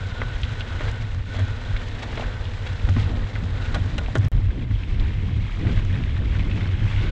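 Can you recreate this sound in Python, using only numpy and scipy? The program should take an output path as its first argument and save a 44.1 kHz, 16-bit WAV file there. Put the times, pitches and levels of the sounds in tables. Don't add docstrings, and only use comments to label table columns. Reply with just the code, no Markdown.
import sys
import numpy as np
from scipy import signal
from scipy.fft import rfft, irfft, next_fast_len
from scipy.io import wavfile
from scipy.ndimage import uniform_filter1d, map_coordinates

SR = 44100
rng = np.random.default_rng(int(sys.argv[2]) if len(sys.argv) > 2 else 0)


def master(y):
    cut = np.clip(np.atleast_2d(y).T, -1, 1)
    pcm = np.round(cut * 32767)
    wavfile.write(sys.argv[1], SR, pcm.astype(np.int16))


N = 313551
TIME = np.arange(N) / SR

# (time [s], level [dB])
BITE = [(0.0, -40.5), (0.9, -38.5), (1.24, -44), (1.36, -37.5), (1.6, -41.5), (1.82, -39), (1.9, -41.5),
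        (2.2, -37), (2.36, -41), (3.08, -39.5), (3.18, -42), (4.2, -41), (4.32, -42), (5.25, -41),
        (5.56, -39), (5.74, -38), (5.86, -38.5), (6.2, -41), (6.33, -36.5), (6.47, -39), (6.58, -37),
        (6.76, -39.5), (6.89, -35), (7.1, -35.5)]
# (time [s], share of the straight [0-1])
STRAIGHT = [(3.9, 0.07), (4.6, 0.6)]
# (middle [s], length [s], change of crunch [dB], change of roll [dB])
LOOSE_PATCHES = [(0.86, 0.077, 2, 3), (1.247, 0.052, -1.5, -6.5), (1.425, 0.07, -1.5, -1.5),
                 (2.032, 0.017, 6.5, 7.5), (2.671, 0.015, 7, 6.5), (2.935, 0.04, -2.5, -8),
                 (3, 0.062, 3, 2), (3.137, 0.15, -0.5, 4), (3.663, 0.047, 3, 0.5), (3.79, 0.066, 1, 3),
                 (4.242, 0.038, 6.5, 2.5), (4.36, 0.3, -3, 2.5), (4.62, 0.03, 0.5, 3.5),
                 (4.672, 0.039, -5, -3), (5.015, 0.039, 2.5, 8.5), (5.688, 0.029, 4, 2),
                 (5.788, 0.04, 3.5, 7), (5.957, 0.034, 2.5, 5), (6.176, 0.023, 4, 8), (6.6, 0.04, 1, 4)]
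CRUNCH_DB, STRAIGHT_CRUNCH_DB = -5, 1.5
ROLL_DB, STRAIGHT_ROLL_DB = -1, -12.5

# (frequency [Hz], level [dB])
GRIT_BEND = [(250, -65), (900, -9), (1500, -8), (2050, 1), (2550, -1.5), (3350, -1.5), (3950, -2.5),
             (4500, -9), (6000, -14.5), (7700, -18), (8500, -31), (10500, -34.5), (12000, -41.5),
             (15000, -65)]
# (frequency [Hz], level [dB])
GRIT_STRAIGHT = [(250, -36.5), (900, 4), (1500, -4), (2150, 3), (2800, 0), (3400, -2), (3950, -7.5),
                 (4500, -14), (6000, -20.5), (7700, -30.5), (8500, -42), (10500, -42.5), (12000, -49.5),
                 (15000, -80.5)]

# (frequency [Hz], relative level [dB])
CHIP_RING = [(1150, -8), (1567, -1.5), (1860, 0), (2170, 1.5), (2570, -4), (2950, 1), (3300, 5.5),
             (3750, 4)]
CHIP_T60_S = 0.017
CHIP_SPREAD_OCT, CHIP_SPREAD_DB = .09, 3.5
CHIP_DB, STRAIGHT_CHIP_DB = -4.5, -0.2

CRACK_DB, CRACK_SPREAD_DB = 6.5, 2
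CRACK_HZ, CRACK_SPREAD_OCT = 1890, 0.77
CRACK_RING = 0.34

# (frequency [Hz], level [dB])
DRUMMING = [(120, -25.5), (380, 7.5), (700, 9.5), (1200, 5.5), (1700, 2.5), (3000, -36), (9000, -74)]
# (frequency [Hz], width [Hz], level [dB])
WHEEL = [(242.5, 25, 10.5), (350, 70, -3.5), (452.4, 45, 3), (504.5, 30, 4.5), (604, 75, -3),
         (920, 220, -5), (1280, 80, -14), (1500, 390, -5.5), (1833, 140, -2)]
# (frequency [Hz], level [dB])
RADIATION = [(100, -18.5), (220, -1), (2000, -3.5), (5000, -20.5), (9000, -39.5), (13000, -79.5)]
# (frequency [Hz], width [Hz], level [dB])
TREAD = [(1660, 120, -5.5), (1920, 120, -7), (2124, 90, 0.5), (2600, 140, -3.5), (3310, 260, -4)]
TREAD_DB = -6.5

# (on [s], off [s], level [dB], disc pitch [Hz])
BRAKE = [(0, 0.323, -43.5, 1490), (0.458, 0.748, -45.5, 1506), (0.854, 1.045, -46.5, 1486),
         (1.322, 1.561, -45, 1497), (1.661, 1.779, -46, 1517), (2.239, 2.348, -45, 1506),
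         (2.605, 3.086, -51.5, 1506), (3.59, 3.76, -46, 1459), (6.998, 7.098, -45, 1475)]
# (frequency [Hz], width [Hz], level [dB])
DISC = [(1410, 150, -7), (1488, 43, 4.5), (1557, 35, -.5), (3350, 150, -13), (3930, 100, -14)]
DISC_HZ = 1500
DISC_WANDER = .008
BRAKE_FADE_S = 0.1

# (time [s], level [dB])
AIR = [(0, -41), (2.7, -38), (3.4, -34), (4.1, -31), (4.45, -33), (4.85, -35), (5.5, -34.5), (5.7, -27.5),
       (6.15, -30), (7.1, -29.5)]
# (frequency [Hz], level [dB])
RUMBLE = [(8, -41), (18, 6.5), (32, 9), (65, 5.5), (85, 3.5), (130, -21), (300, -58), (900, -110)]
# (frequency [Hz], level [dB])
BUFFET = [(70, -10), (135, 4.5), (180, 0.5), (300, -5.5), (400, -12.5), (700, -25), (1500, -68),
          (6000, -95.5)]
# (peak time [s], length [s], rumble level [dB], buffeting level [dB], buffeting pitch [Hz])
GUSTS = [(0.812, 0.11, -29, -45, 178), (1.402, .08, -28, -43.5, 232.5), (2.201, .1, -30, -43.5, 230.5),
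         (2.899, 0.023, -21, -31, 187.6), (2.976, 0.023, -26, -33, 225), (3.04, 0.048, -22, -50, 149),
         (3.12, 0.062, -27, -33, 260), (3.203, 0.048, -25, -37, 170), (3.74, 0.047, -23.5, -35, 169.6),
         (3.977, 0.057, -24, -29, 171), (4.171, 0.04, -36, -28, 192.5), (4.367, 0.038, -18, -35, 169),
         (4.58, 0.09, -38, -32, 195.2), (4.986, 0.12, -21.5, -36, 230.6), (5.099, 0.03, -24, -40, 257.6),
         (5.309, 0.23, -32, -29.5, 119.8), (5.668, 0.096, -27, -32.5, 210.4),
         (5.929, 0.13, -28, -35.5, 179), (6.304, 0.11, -29, -37, 180.6), (6.53, 0.21, -26, -35, 200.3),
         (7.052, 0.11, -31, -34, 190.7)]
AIR_REF_DB = -36
RUMBLE_DB, RUMBLE_GROWTH = -28.5, 0.51
BUFFET_DB, BUFFET_GROWTH = -41.5, 1.24
GUST_HZ = 170

# (time [s], level [dB])
SHAKE = [(0.0, -23), (0.66, -27), (1.38, -24), (2.1, -29.5), (3.0, -24), (5.22, -24), (7.1, -19)]
# (peak time [s], length [s], level [dB])
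JOLTS = [(.76, 0.052, -23.5), (1.42, 0.047, -16), (1.71, 0.023, -17.5), (2.92, 0.047, -14),
         (3.02, 0.14, -16.5), (4.185, 0.05, -12.5), (4.255, 0.025, -8.5), (4.36, 0.038, -16.5),
         (4.45, 0.046, -16.5), (4.73, 0.049, -19), (5.37, 0.034, -20), (5.66, 0.026, -17),
         (5.79, 0.032, -18), (5.905, 0.089, -18), (6.5, 0.03, -20), (6.36, 0.043, -21), (6.65, 0.029, -21),
         (6.85, 0.023, -13)]
MOUNT_HZ = 98
MOUNT_WANDER = 0.02535

# (time [s], envelope peak [dB], pitch [Hz])
THUMPS = [(.059, -29.5, 165), (.231, -17.5, 53), (0.359, -19, 45), (0.441, -14.5, 55), (1.211, -19, 51),
          (1.748, -12.5, 46), (2.148, -21, 60), (2.29, -20, 44), (2.851, -12, 55), (2.892, -21.5, 189),
          (2.971, -16.5, 204), (3.01, -12.5, 46), (3.127, -28, 184), (3.749, -15, 47), (4.157, -20, 225),
          (4.33, -14, 51), (4.357, -21.5, 147), (4.391, -12.5, 44), (4.499, -14, 55), (4.713, -20.5, 203),
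          (4.745, -14.5, 50), (4.972, -13, 55), (5.048, -17, 58), (5.679, -34, 158), (5.781, -13, 47),
          (5.784, -19, 191), (6.046, -13.5, 50), (6.145, -13, 55), (6.566, -20, 161), (6.818, -22.5, 56),
          (7.045, -19, 59)]
THUMP_CYCLES = 0.89

# (time [s], level [dB], top of the blow's spectrum [Hz], rattle t60 [s], pitch of the loose part [Hz])
KNOCKS = [(0.2173, -24.5, 2170, 0.052, 1210), (0.809, -31, 2400, 0.081, 915), (0.88, -33, 3000, 0.055, 475),
          (1.348, -42, 2500, 0.19, 463), (1.393, -33, 3500, 0.14, 500), (2.03, -40, 3000, 0.026, 800),
          (2.177, -30.5, 1000, 0.05, 674), (2.222, -33, 1000, 0.045, 686), (2.8896, -32, 3500, 0.03, 1160),
          (2.9658, -31.5, 2400, 0.025, 1090), (3.093, -42, 600, 0.094, 404), (3.135, -39, 600, 0.1, 370),
          (3.7452, -27, 5000, 0.082, 1106), (3.76, -29, 1900, 0.079, 720),
          (3.9818, -29.5, 8000, 0.052, 2680), (3.984, -32, 2500, 0.064, 1550),
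          (4.011, -37.5, 895, 0.089, 480), (4.084, -35, 900, 0.025, 700), (4.1551, -23, 1580, 0.04, 1560),
          (4.1541, -32.5, 7000, 0.054, 2920), (4.158, -31, 600, 0.05, 460), (4.165, -31, 1600, 0.086, 1230),
          (5.651, -38, 1200, 0.053, 560), (5.692, -37, 2600, 0.052, 1230)]
# (frequency [Hz], width [Hz], level [dB])
FRAME = [(244.4, 29, 17), (447, 65, 0), (566, 310, 9.5), (796, 69, -1), (1087, 110, 4), (1448, 98, 9),
         (1640, 270, -4), (1840, 80, 0), (2520, 270, -9), (3210, 230, 1), (3820, 280, -7), (4970, 330, -16),
         (6180, 1600, 2), (8200, 1500, -40)]
# (time [s], peak [dB], pitch [Hz])
TICKS = [(.4165, -36, 6500), (.9143, -35, 7000), (1.1468, -39, 5800), (1.3932, -34, 7000),
         (1.8856, -38, 5500), (1.9947, -39, 4800), (2.8938, -34, 6000), (3.747, -32, 9000),
         (3.984, -37, 8500), (4.154, -32, 7800), (4.174, -34, 7500), (4.1827, -31.5, 7000),
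         (4.2486, -34, 5970), (5.8496, -39, 6600)]
# (time [s], peak [dB], pitch [Hz])
STONES = [(0.4336, -17, 3070), (0.6078, -19.5, 2870), (0.6153, -26.5, 2900), (0.796, -26, 1950),
          (0.818, -35, 2400), (0.826, -30, 1550), (0.838, -39, 1800), (0.861, -30, 1460),
          (0.877, -34, 3370), (0.882, -31.5, 1940), (1.1465, -30, 1310), (1.198, -37, 1285),
          (1.7643, -21, 2060), (1.767, -26, 3630), (2.1296, -26, 1740), (2.1745, -20.5, 2083),
          (2.177, -26, 3050), (2.1965, -23, 670), (2.209, -26, 2940), (2.241, -25, 1520),
          (2.4543, -27, 3160), (2.6716, -28, 3400), (2.984, -26, 1504), (3.355, -21, 2000),
          (3.361, -23, 1532), (3.746, -22, 3940), (4.0618, -25.5, 2330), (4.2325, -34, 2030),
          (4.506, -29.5, 1750), (4.835, -26, 2400), (4.9979, -26, 3530), (5.6705, -24, 1970),
          (5.776, -23.5, 1870), (5.955, -26, 2150), (6.0382, -24.5, 2130), (6.1664, -27.5, 1730),
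          (6.3524, -25, 1588), (6.3945, -23, 2490), (6.5138, -23.5, 2450), (6.6093, -23, 1980),
          (6.656, -27, 1640)]
LEAD_S = .01
CHATTER_PER_S = 1000

# (start [s], end [s])
GAP_S = (4.284, 4.317)
GAP_DB, EDGE_CLICK_DB = -42, -29.5
TOP_HZ, END_FADE_S = 15700, .015


def undb(db):
    return 10 ** (np.asarray(db) / 20)


def unit(x):
    return x / np.sqrt(np.mean(x ** 2))


def curves(table):
    s, *columns = np.transpose(table)
    return [np.interp(TIME, s, c) for c in columns]


def colour(x, points):
    size = 2 * next_fast_len(len(x) // 2 + 1024)
    hz, db = np.transpose(points)
    f = np.maximum(np.arange(size // 2 + 1) * SR / size, 1)
    cepstrum = irfft(np.log(undb(np.interp(np.log(f), np.log(hz), db))))
    cepstrum[1:size // 2] *= 2
    cepstrum[size // 2 + 1:] = 0
    return irfft(rfft(x, size) * np.exp(rfft(cepstrum)))[:len(x)]


def resonate(x, hz, width_hz):
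    return signal.lfilter(*signal.iirpeak(hz, hz / min(width_hz, SR / 4), fs=SR), x)


def resonate_twice(x, hz, width_hz, second_width_hz):
    return resonate(resonate(x, hz, width_hz), hz, second_width_hz)


def body(x, modes):
    return sum(undb(db) * resonate(x, hz, width) for hz, width, db in modes)


def walk(rate):
    k = max(int(SR / rate), 2)
    levels = np.repeat(rng.standard_normal(N // k + 1), k)
    return unit(uniform_filter1d(levels, k)[:N])


def clicks(per_s, spread_db):
    size = undb(spread_db * np.minimum(rng.exponential(size=N), 5))
    happens = rng.random(N) < per_s / SR
    return unit(happens * size * rng.choice([-1, 1], N))


def bell(s, length):
    return .5 ** ((2 * (TIME - s) / length) ** 2)


def swells(table):
    return np.sqrt(sum(undb(2 * db) * bell(s, length) for s, length, db, *_ in table))


def waver(x, depth, rate):
    position = np.cumsum(1 + depth * walk(rate=rate))
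    return map_coordinates(x, [position], order=3, mode="mirror")


def add(out, s, sound):
    i = int(max(s, 0) * SR)
    out[i:i + len(sound)] += sound[:len(out) - i]


def strike(t, t60, scatter):
    contacts = (rng.random(len(t)) < CHATTER_PER_S / SR) * rng.choice([-1, 1], len(t))
    contacts = contacts + 0.04 * rng.standard_normal(len(t))
    fade = undb(-60 * np.maximum(t, -t / 0.22) / t60)
    chatter = contacts * fade * (np.abs(t) > .001)
    push = scatter * chatter / np.linalg.norm(chatter)
    push[np.argmin(np.abs(t))] += 1
    return push


def gravel(crunch_db, straight, patches):
    pebbles = 0
    for hz in np.geomspace(1000, 9000, num=8):
        chink = resonate(clicks(per_s=800, spread_db=2.5), hz, hz * 0.31)
        pebbles = pebbles + np.sqrt(hz) * unit(chink)
    sand = undb(2.0) * rng.standard_normal(N)
    grit = unit(pebbles) * patches + sand
    bend = unit(colour(grit, GRIT_BEND))
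    ahead = unit(colour(grit, GRIT_STRAIGHT))
    return ((1 - straight) * bend + straight * ahead) * undb(crunch_db)


def chips(crunch_db, straight, count):
    out, t = np.zeros(N), np.arange(SR // 40) / SR
    for when, kind, size, pitch, ring in rng.random((count, 5)):
        hz, db = CHIP_RING[int(kind * len(CHIP_RING))]
        hz = hz * 2 ** (CHIP_SPREAD_OCT * (2 * pitch - 1))
        db = db - CHIP_SPREAD_DB * np.log(size + 0.078)
        decay = undb(-60 * t / (CHIP_T60_S * (.5 + ring)))
        onset = 1 - np.exp(-2 * hz * t)
        add(out, when * TIME[-1], undb(db) * decay * onset * np.sin(2 * np.pi * hz * t))
    level_db = crunch_db + CHIP_DB + STRAIGHT_CHIP_DB * straight
    return unit(colour(out, RADIATION)) * undb(level_db)


def cracks(crunch_db, count):
    out, impulse = np.zeros(N), signal.unit_impulse(SR // 100)
    for when, size, pitch in rng.random((count, 3)):
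        hz = np.clip(CRACK_HZ * 2 ** (2 * CRACK_SPREAD_OCT * (pitch - .5)), 400, 4500)
        crack = resonate_twice(impulse, hz, hz * CRACK_RING, hz * 1.2)
        db = crunch_db[int(when * N)] + CRACK_DB - CRACK_SPREAD_DB * np.log(size + 0.043)
        add(out, when * TIME[-1], undb(db) * crack / np.abs(crack).max())
    return colour(out, [(3800, -1), (5000, -9), (7700, -15.5), (8700, -29), (13000, -47)])


def tyres(roll_db, straight, patches):
    contacts = clicks(per_s=1800, spread_db=-1.0) * np.sqrt(patches)
    drumming = unit(colour(contacts, DRUMMING))
    ring = 0
    for hz, width, db in WHEEL:
        blocks = clicks(per_s=2500, spread_db=2.5)
        ring = ring + undb(db) * resonate_twice(blocks, hz, width, 4 * width)
    ring = unit(colour(ring, RADIATION))
    return (undb(-4.0 + 2 * straight) * drumming + undb(-10 * straight) * ring) * undb(roll_db)


def tread(crunch_db, straight):
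    ring = 0
    for hz, width, db in TREAD:
        level = undb(db + 2.5 * walk(rate=9))
        patter = clicks(per_s=1500, spread_db=3.0)
        ring = ring + level * resonate_twice(patter, hz, width, 4 * width)
    return unit(ring) * straight * undb(crunch_db + TREAD_DB)


def brake():
    rub = 0
    for hz, width, db in DISC:
        rub = rub + undb(db) * resonate_twice(rng.standard_normal(N), hz, width, 4 * width)
    pulls = []
    for on, off, db, _ in BRAKE:
        inside_s = np.minimum(TIME - on, off - TIME)
        pulls.append(undb(db) * np.clip(1 + inside_s / BRAKE_FADE_S, 0, 1))
    pulls = np.array(pulls)
    pitch = np.array(BRAKE)[pulls.argmax(axis=0), 3] / DISC_HZ
    rub = map_coordinates(rub, [np.cumsum(pitch)], order=3, mode="mirror")
    rub = unit(waver(rub, DISC_WANDER, rate=12))
    return rub * pulls.max(axis=0) * undb(0.9 * walk(rate=14.0))


def wind(air_db):
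    over_db = air_db - AIR_REF_DB
    steady = undb(RUMBLE_DB + RUMBLE_GROWTH * over_db + .8 * walk(rate=12))
    eddies = np.hypot(steady, swells(GUSTS))
    rumble = unit(colour(rng.standard_normal(N), RUMBLE))
    ragged = rng.standard_normal(N) * undb(2.3 * walk(rate=26) + 1.8 * walk(rate=11))
    buffeting = unit(colour(ragged, BUFFET)) * undb(BUFFET_DB + BUFFET_GROWTH * over_db)
    out = rumble * eddies + buffeting
    puffs = unit(colour(rng.standard_normal(N), BUFFET))
    for s, length, _, db, hz in GUSTS:
        near = np.abs(TIME - s) < 3 * length
        position = (s + (TIME[near] - s) * hz / GUST_HZ) * SR
        gust = map_coordinates(puffs, [position], order=1, mode="mirror")
        out[near] += gust * undb(db) * np.sqrt(bell(s, length)[near])
    return out


def mount(shake_db):
    boom = resonate_twice(rng.standard_normal(N), MOUNT_HZ, 14.9, 36)
    boom = unit(waver(boom, MOUNT_WANDER, rate=14))
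    slow_envelope = np.sqrt(uniform_filter1d(boom ** 2, int(.09 * SR)) + 0.053)
    shake = undb(shake_db - 5.0 + 2.45 * walk(rate=14))
    jolts = undb(-3.5) * swells(JOLTS)
    return unit(boom / slow_envelope) * np.hypot(shake, jolts)


def thumps():
    out, t = np.zeros(N), np.arange(-SR // 10, SR // 10) / SR
    for s, db, hz in THUMPS:
        swing = np.cos(2 * np.pi * (hz * t + rng.random()))
        envelope = .5 ** ((2 * t * hz / THUMP_CYCLES) ** 2)
        add(out, s + t[0], undb(db) * swing * envelope)
    return out


def knocks():
    out, t = np.zeros(N), np.arange(SR // 6) / SR - LEAD_S
    for s, db, top_hz, t60, part_hz in KNOCKS:
        push = strike(t, t60, scatter=22 * t60)
        ring = body(push, FRAME + [(part_hz, part_hz * 0.18, 5.5)])
        ring = colour(ring, [(top_hz / 40, -14), (top_hz / 9, 0), (top_hz, 0), (2 * top_hz, -14), (8 * top_hz, -36)])
        ring = colour(ring, [(4000, 15.5), (7500, -1.0), (11000, -11), (14000, -32.0)])
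        first = (t > 0) & (t < LEAD_S)
        add(out, s - LEAD_S, ring * undb(db) / ring[first].std())
    return out


def ticks():
    out, t = np.zeros(N), np.arange(SR // 25) / SR - LEAD_S
    for s, db, hz in TICKS:
        tick = resonate(strike(t, t60=0.013, scatter=0.92), hz, hz * .35)
        tick = colour(tick, [(2000, -13), (5000, 8), (8000, -2.5), (11000, -18.5), (12500, -22), (15000, -46)])
        add(out, s - LEAD_S, tick * undb(db) / np.abs(tick).max())
    return out


def stones():
    out, t = np.zeros(N), np.arange(SR // 20) / SR - LEAD_S
    for s, db, hz in STONES:
        push = strike(t, t60=0.03, scatter=0.8)
        snap = resonate_twice(push, hz, hz * 0.25, hz * 1.7)
        snap = colour(snap, [(4000, 2.5), (7600, -18.0), (9000, -21.5), (12000, -35.5), (14000, -51.0)])
        add(out, s - LEAD_S, snap * undb(db) / np.abs(snap).max())
    return out


def scene():
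    straight = np.clip(curves(STRAIGHT)[0], 0, 1)
    bite_db = curves(BITE)[0] + .5 * walk(rate=13)
    crunch_db = bite_db + CRUNCH_DB + STRAIGHT_CRUNCH_DB * straight
    roll_db = bite_db + ROLL_DB + STRAIGHT_ROLL_DB * straight + 1.0 * walk(rate=12)
    for s, length, crunch_rise_db, roll_rise_db in LOOSE_PATCHES:
        crunch_db = crunch_db + crunch_rise_db * bell(s, length)
        roll_db = roll_db + roll_rise_db * bell(s, length)
    patches = undb((2.5 - 0.55 * straight) * np.minimum(walk(rate=90), 1.5))
    road = gravel(crunch_db, straight, patches) + chips(crunch_db, straight, count=2600)
    road = road + cracks(crunch_db, count=650) + stones()
    bike = tyres(roll_db, straight, patches) + tread(crunch_db, straight)
    bike = bike + brake() + knocks() + ticks()
    microphone = wind(curves(AIR)[0]) + thumps() + mount(curves(SHAKE)[0])
    return (road + bike + microphone)[None]


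def record(dry):
    in_gap = (TIME > GAP_S[0]) & (TIME < GAP_S[1])
    live = uniform_filter1d(np.where(in_gap, undb(GAP_DB), 1), size=24)
    live = live * np.clip((TIME[-1] - TIME) / END_FADE_S, 0, 1)
    edges = np.zeros(N)
    for s in GAP_S:
        add(edges, s, undb([EDGE_CLICK_DB]))
    low_pass = signal.ellip(8, .2, 70, TOP_HZ, fs=SR, output="sos")
    return signal.sosfilt(low_pass, dry * live + edges)


dry = scene()
out = record(dry)
master(out)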